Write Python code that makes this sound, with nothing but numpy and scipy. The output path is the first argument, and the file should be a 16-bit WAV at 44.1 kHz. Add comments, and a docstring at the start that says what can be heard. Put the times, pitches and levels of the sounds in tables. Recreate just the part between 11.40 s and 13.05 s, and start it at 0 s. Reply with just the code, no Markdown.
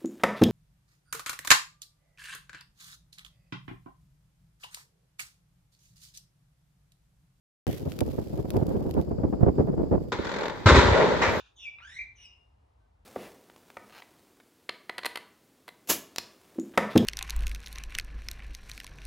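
"""A magpie in a backyard gives three husky notes: a falling one, a long rising one, a fainter falling one.
Each is a whistle with overtones whose pitch warbles; it flutters about 240 times a second, with hoarse noise
and rasping air, and passes fixed resonances. A second voice throbs above the falling note; added layers give
the rising note's warble peaks and the faint note's ringing echo. Near surfaces, fences and walls echo it all.
The echo of an earlier call dies away at the start, over far traffic rumble, air hiss and one far whistle."""
import sys
import numpy as np
from scipy import signal
from scipy.fft import rfft, irfft, next_fast_len
from scipy.io import wavfile
from scipy.ndimage import map_coordinates

SR = 44100
rng = np.random.default_rng(int(sys.argv[2]) if len(sys.argv) > 2 else 0)


def store_wav(level_fs):
    """Save 16-bit WAV to argv[1]."""
    pcm = np.round(np.clip(np.atleast_2d(level_fs), -1, 1) * 32767)
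    wavfile.write(sys.argv[1], SR, pcm.T.astype(np.int16))


N = 72765  # length in samples
TOP_HZ = 15700  # band limit


def amp(db):
    """Decibels to a linear gain."""
    return 10 ** (np.asarray(db) / 20)


def unit(x):
    """x scaled to an rms of 1."""
    return x / np.sqrt(np.mean(x ** 2) + 1e-20)


def along(points, hz):
    """Read a curve of (frequency_hz, value) points on a log frequency axis."""
    point_hz, value = np.transpose(points)
    return np.interp(np.log(hz + 1), np.log(point_hz + 1), value)


def wobble(rate_hz):
    """A smooth random curve with rate_hz random knots a second."""
    knots = rng.standard_normal(N // 16)
    return map_coordinates(knots, [np.arange(N) * rate_hz / SR])


def filtered(x, response):
    """Shape x in the frequency domain by a complex response of frequency in Hz."""
    size = next_fast_len(N + SR // 2)
    hz = np.fft.rfftfreq(size, 1 / SR)
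    return irfft(rfft(x, size) * response(hz), size)[..., :N]


def rush(spectrum, alike):
    """Stereo noise of rms 1; the mid and side shares set the left-right likeness at each frequency."""
    def shares(hz):
        turn = np.arccos(np.clip(along(alike, hz), -1, 1)) / 2
        return amp(along(spectrum, hz)) * [np.cos(turn), np.sin(turn)]

    mid, side = filtered(rng.standard_normal((2, N)), shares)
    return unit(np.array([mid + side, mid - side]))


def gate(start_s, end_s):
    """A smooth switch on and off, with short squared ramps."""
    edge_s = 0.0014
    t = np.arange(N) / SR
    return np.clip(np.minimum(t - start_s, end_s - t) / edge_s, 0, 1) ** 2


def background():
    """Swelling traffic rumble and unsteady air hiss from shaped noise, and one far whistle from a sine."""
    # noise colours: frequency_hz, density_db (per Hz, relative)
    rumble_spectrum = [(18, -67), (30, -30), (46, 0), (66, 2.5), (124, -8.5), (151, -16.5), (300, -23.5),
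                       (390, -45), (660, -120)]
    air_spectrum = [(120, -53), (200, -16), (400, -8), (756, -5), (957, -6.5), (1470, -17), (2760, -23),
                    (7100, -33.5), (11200, -36), (14500, -43), (22000, -120)]
    # stereo width: frequency_hz, left-right likeness (-1 to 1)
    likeness = [(60, 1), (130, 0.94), (260, 0.69), (550, -0.68), (1200, 0.1), (2400, -0.23), (5000, 0.7),
                (10000, 0.44), (12000, -0.73), (15000, 0.19)]
    # far whistle: start_s, end_s, pitch_hz, level_db
    start_s, end_s, pitch_hz, level_db = (1.405, 1.47, 1530, -81)
    rumble_db, air_db, pan_db = -64.5, -73, .5  # the pan raises the left and lowers the right
    tone = np.sin(2 * np.pi * pitch_hz * np.arange(N) / SR)
    whistle = amp(level_db) * tone * gate(start_s, end_s)
    rumble = amp(rumble_db + 2.2 * wobble(3.3)) * rush(rumble_spectrum, likeness)
    air = amp(air_db + 0.79 * wobble(9.7)) * rush(air_spectrum, likeness)
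    return (rumble + air) * amp([[pan_db], [-pan_db]]) + whistle


def earlier_echo():
    """What is left in the yard of the call before: fading shaped noise."""
    # noise colour: frequency_hz, density_db (per Hz, relative)
    spectrum = [(530, -33), (920, -17.5), (1450, -7.5), (1820, -11), (2070, -34), (2420, -5.5), (3290, -10),
                (3580, -3.5), (4190, -17.5), (7180, -22.5), (7900, -52), (8870, -37.5), (11200, -44),
                (14500, -60), (22000, -120)]
    # fade: time_s, level_db
    fade_points = [(0.0, -50.5), (0.036, -65), (0.071, -63), (0.152, -80), (0.16, -86)]
    # stereo width: frequency_hz, left-right likeness (-1 to 1)
    likeness = [(1000, 0.24), (6000, 0.5)]
    time_s, level_db = np.transpose(fade_points)
    fade = amp(np.interp(np.arange(N) / SR, time_s, level_db)) * gate(-1, time_s[-1])
    return fade * rush(spectrum, likeness)


def early(x):
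    """The direct sound and a few strong copies, some inverted, off near surfaces."""
    # near fences, ground and rail: left_delay_s, right_delay_s, level_db, sign
    reflections = [(.0021, .00213, -26.5, -1), (.0052, .00516, -7.5, 1), (.0088, .0089, -7, 1),
                   (0.0143, .0122, -10.5, -1), (.0171, .0176, -12, 1), (.0236, .0228, -14.5, -1)]
    left_s, right_s, level_db, sign = np.transpose(reflections)
    gains = np.sign(sign) * amp(level_db)

    def copies(hz):
        delayed = [gains @ np.exp(-2j * np.pi * np.outer(lag_s, hz)) for lag_s in (left_s, right_s)]
        return 1 + np.array(delayed)

    return filtered(x, copies)


def yard(x):
    """Later echoes of fences and walls: a noise tail in which each frequency dies at its own speed."""
    # decay: frequency_hz, t60_s (time to fall 60 dB)
    decay = [(1000, 0.94), (2400, 0.67), (2800, 0.88), (3600, 1), (5200, 0.76), (10000, 0.14)]
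    level_db, delay_s, likeness = -9, 0.014, 0.34
    far_wall_s, beyond_db = .1, -9  # echoes from beyond the farthest wall are weaker
    noise = rush([(1000, 0)], [(1000, likeness)])[:, :SR]
    hz, t, bands = signal.stft(noise, SR, nperseg=256)
    decay_db = -60 * t / along(decay, hz)[:, None]
    step_db = beyond_db * np.clip((t - far_wall_s) / 0.007, 0, 1)
    tail = signal.istft(bands * amp(decay_db + step_db), SR, nperseg=256)[1]
    late = np.pad(x, (round(delay_s * SR), 0))[None]
    return amp(level_db) * signal.fftconvolve(late, tail / np.linalg.norm(tail[0]), axes=1)[:, :N]


def note(rows, tune, warble):
    """A whistle with overtones; warble swings its pitch, flutter and hoarseness shake it, air rasps along."""
    # overtones: multiple, level_db
    overtones = [(2, -7.5), (3, -15), (4, -12.5), (5, -17), (6, -26)]
    # rasping air colour: frequency_hz, density_db (per Hz, relative)
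    rasp_spectrum = [(1000, -5.5), (2000, 6), (4000, 3.5), (4400, -6), (5800, -1.5), (7200, -5),
                     (8200, -31), (8900, -0.5), (10500, 0.5), (11500, -32), (15000, -14)]
    flutter_hz, flutter_scatter, flutter_swing = 240, .25, .035  # rate, its wander, share of pitch
    hoarse_share, hoarse_hz = 0.42, 494  # noise on each partial (grows with multiple and depth), its speed
    jitter, jitter_hz = .028, 220  # unsteady share of pitch, its speed
    bloom_db, bloom_s = -12, .09  # opening tilt per multiple, centred on 2.5; gone after bloom_s

    t = np.arange(N) / SR
    time_s, *columns = np.transpose(rows)
    level_db, bright_db, depth, rasp_db, pan_db = [np.interp(t, time_s, c) for c in columns]
    depth = np.clip(depth, 0, 1)
    tune_s, *tune_columns = np.transpose(tune)
    middle_hz, swing = [np.interp(t, tune_s, c) for c in tune_columns]
    warble_hz, top_s, skew, swell_db = warble

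    flutter = 2 * np.pi * np.cumsum(flutter_hz * (1 + flutter_scatter * wobble(60))) / SR
    turn = 2 * np.pi * warble_hz * (t - top_s)
    wave = np.cos(turn + skew * (1 - np.cos(turn)))
    flutter_bend = flutter_swing * depth * np.sin(flutter)
    unsteady = jitter * np.sqrt(depth) * wobble(jitter_hz)
    pitch_hz = middle_hz * (1 + swing * wave + flutter_bend + unsteady)
    phase = 2 * np.pi * np.cumsum(pitch_hz) / SR

    def partial(k):
        pure, quarter = np.sin(k * phase), np.cos(k * phase)
        noise = wobble(hoarse_hz) * pure + wobble(hoarse_hz) * quarter
        return pure + hoarse_share * k * depth * noise

    closed_db = bloom_db * np.clip(1 - (t - time_s[0]) / bloom_s, 0, 1)
    bright = 0
    for k, db in overtones:
        below_top = k * pitch_hz < TOP_HZ
        bright = bright + amp(db + (k - 2.5) * closed_db) * partial(round(k)) * below_top
    tone = partial(0.99) + amp(bright_db) * bright  # the lowest partial sits 1 % flat
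    tone = tone + amp(rasp_db) * rush(rasp_spectrum, [(1000, 0.92)])[0]
    size = (1 + depth * np.cos(flutter)) * amp(level_db + swell_db * wave)
    return tone * size * gate(time_s[0], time_s[-1]) * amp([pan_db / 2, -pan_db / 2])


def magpie():
    """Three notes, a second voice, warble peaks and a ringing echo, through fixed resonances and dips."""
    # notes, before the resonances: time_s, level_db, overtones_db, flutter depth (0-1),
    # rasp_db (relative to the tone), left_right_db (positive is left)
    falling = [(.155, -76.5, -4, 0.13, -36, -1), (.165, -73.5, 14, 0.34, -29, -2),
               (.185, -63, -1, 0.33, -23, 1), (.21, -53, -3.5, 0.35, -42, 2),
               (.24, -46, -8, 0.54, -40.5, -2.5), (.256, -42.5, -25.5, 0.39, -22.5, 13),
               (.27, -42.5, -9, 0.06, -36, 0), (.288, -43, -25.5, 0.04, -33.5, 2.5),
               (.296, -68.5, -29, 0.4, -32, 3.5)]
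    rising = [(.385, -48, 8, .3, -33, 3), (.393, -66, 8.5, 0.27, -33, -7.5),
              (.404, -61, 1, 0.96, -26.5, 10), (.416, -52.5, -1.5, 0.29, -30, 2.5),
              (.44, -43.5, -7, 0.3, -28.5, -0.5), (.466, -47.5, -4.5, 0.142, -30.5, -1.5),
              (.5, -48, -5, 0.18, -12, 0.5), (.54, -51.5, 2, 0.2, -21.5, -3),
              (.556, -50.5, 5, 0.45, -26.5, 5), (.568, -42, -12, 0.043, -21.5, 2),
              (.578, -44, 0, 0.12, -24, -5.5), (.588, -42.5, -14, 0.34, -26.5, 2),
              (.61, -40, -14.5, 0.26, -41.5, -1.5), (.63, -51.5, -4.5, 0.25, -38.5, 0.5),
              (.65, -75, -29, 0.24, -40, 4)]
    faint = [(.752, -88, 6.1, 0.29, -20, -1.4), (.76, -74, 10.3, 0.31, -3, 0.77),
             (.79, -67.5, 2.1, 0.44, -2.5, -1.8), (.825, -59, 3.1, 0.67, -7, -1),
             (.845, -60, 2.7, 0.42, -7.5, -0.71), (.855, -56, 8.2, 0.1, -25, -0.59),
             (.866, -65, 11, 0.23, -11.5, -3.3), (.876, -91, 7.7, 0.36, -2.5, -1.1)]
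    # the other side of the voice box, a throbbing strand above the falling note; same columns
    second_voice = [(.16, -73, -28, 0.18, -29, 0.017), (.18, -59.5, -15, 0.9, -32, 0.057),
                    (.2, -53.5, -10, 0.47, -21, 0.01), (.235, -51.5, -18, 0.25, -21, 0),
                    (.25, -53, -6, 0.33, -40, 0)]
    # two warble peaks near 2.4 kHz ending the rising note; same columns
    rising_peaks = [(.582, -56, -38, 0.12, -39.5, 3), (.594, -36, -32.5, 0.057, -40.5, 3),
                    (.604, -63, -34.5, 0.13, -34, 2.6), (.617, -39, -20.5, 0.04, -40.5, 2),
                    (.626, -45.5, -32, 0.104, -33.5, 2.2), (.638, -56.5, -46, 0.18, -44.5, 2)]
    # ringing echo of the faint note near 2.9 kHz, lingering after it; same columns
    faint_ring = [(.78, -57, -37, 0.27, -28, 0.37), (.82, -62, -46, 0.16, -37, 0.15),
                  (.86, -51.5, -44, 0.32, -38.5, 0.97), (.885, -60, -40, 0.17, -36, 1.3),
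                  (.93, -58, -41.5, 0.17, -23, 2.2), (.98, -70, -33, 0.4, -38, 0.69),
                  (1.0, -94, -21, 0.12, -32, 0.57)]
    # tunes: time_s, middle_pitch_hz, warble swing (share of pitch)
    falling_pitch = [(.155, 3320, .01), (.17, 3130, .01), (.195, 2880, .04), (.235, 2830, .05),
                     (.248, 2720, .05), (.264, 2370, .01), (.3, 2330, .005)]
    rising_pitch = [(.385, 1270, 0), (.395, 1150, 0), (.405, 900, 0), (.415, 1380, .03), (.425, 1400, .03),
                    (.45, 1520, .045), (.48, 1680, .045), (.52, 1850, .04), (.57, 2020, .065),
                    (.6, 2090, .02), (.65, 2130, .02)]
    faint_pitch = [(.752, 3045, 0), (.775, 2900, .02), (.8, 2920, .05), (.84, 2850, .03), (.852, 2590, 0),
                   (.885, 2570, 0)]
    second_pitch = [(.16, 3760, 0.014), (.19, 3464, 0.0067), (.25, 3416, 0.025)]
    peaks_pitch = [(.58, 2260, 0.042), (.594, 2355, 0.0095), (.618, 2403, 0.0077), (.655, 2226, 0.014)]
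    ring_pitch = [(.78, 2905, 0.0051), (.86, 2894, 0.014), (.96, 2826, 0.015), (1.065, 2870, 0.048)]
    # warbles: warble_hz, pitch_top_s, skew (0 even to 1 slow rise and quick fall), level_swing_db
    falling_warble = (86, .212, .6, .5)
    rising_warble = (43, .523, .1, 2.5)
    faint_warble = (42, .812, .3, .5)
    second_warble = (53, .19, 0.61, 3.2)
    # resonances and dips of the voice: centre_hz, width_hz, gain_db
    resonances = [(2122, 52, 1.5), (2368, 322, 9.5), (3650, 390, 6), (5108, 67, 6.5), (5560, 1400, 7),
                  (9880, 2400, 2)]
    dips = [(4500, 1180, -7), (8150, 1770, -26.5)]

    def peak(hz, centre_hz, width_hz, gain):
        off_centre = centre_hz * centre_hz - hz * hz
        return (off_centre + 1j * hz * width_hz * gain) / (off_centre + 1j * hz * width_hz)

    def path(hz):
        return np.prod([peak(hz, c, w, amp(db)) for c, w, db in resonances + dips], axis=0)

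    voice = note(falling, falling_pitch, falling_warble)
    voice = voice + note(rising, rising_pitch, rising_warble)
    voice = voice + note(faint, faint_pitch, faint_warble)
    voice = voice + note(second_voice, second_pitch, second_warble)
    voice = voice + note(rising_peaks, peaks_pitch, rising_warble)
    voice = voice + note(faint_ring, ring_pitch, faint_warble)
    return filtered(voice, path)


def scene():
    """The bird with its echoes, split into shared and opposite parts, over the yard and the background."""
    # treble curve shared by both channels: frequency_hz, gain_db
    shared_treble = [(9000, -6), (10300, -18), (11200, -27), (12500, -37.5)]
    # part with opposite sign on the two channels: frequency_hz, gain_db
    opposite_treble = [(1000, -13), (5000, -9.5), (9000, -20.5), (12000, -15), (15000, -16)]
    bird = early(magpie())
    shared = filtered(bird, lambda hz: amp(along(shared_treble, hz)))
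    # 1j shifts the opposite part by a quarter cycle
    opposite = filtered(bird.mean(0), lambda hz: 1j * amp(along(opposite_treble, hz)))
    direct = shared + opposite * [[1], [-1]]
    return direct + yard(shared.mean(0)) + earlier_echo() + background()


def record(dry):
    """Nothing above the band limit but the faint converter hiss."""
    hiss_db = -106
    return filtered(dry, lambda hz: hz < TOP_HZ) + amp(hiss_db) * rng.standard_normal(dry.shape)


dry = scene()
out = record(dry)
store_wav(out)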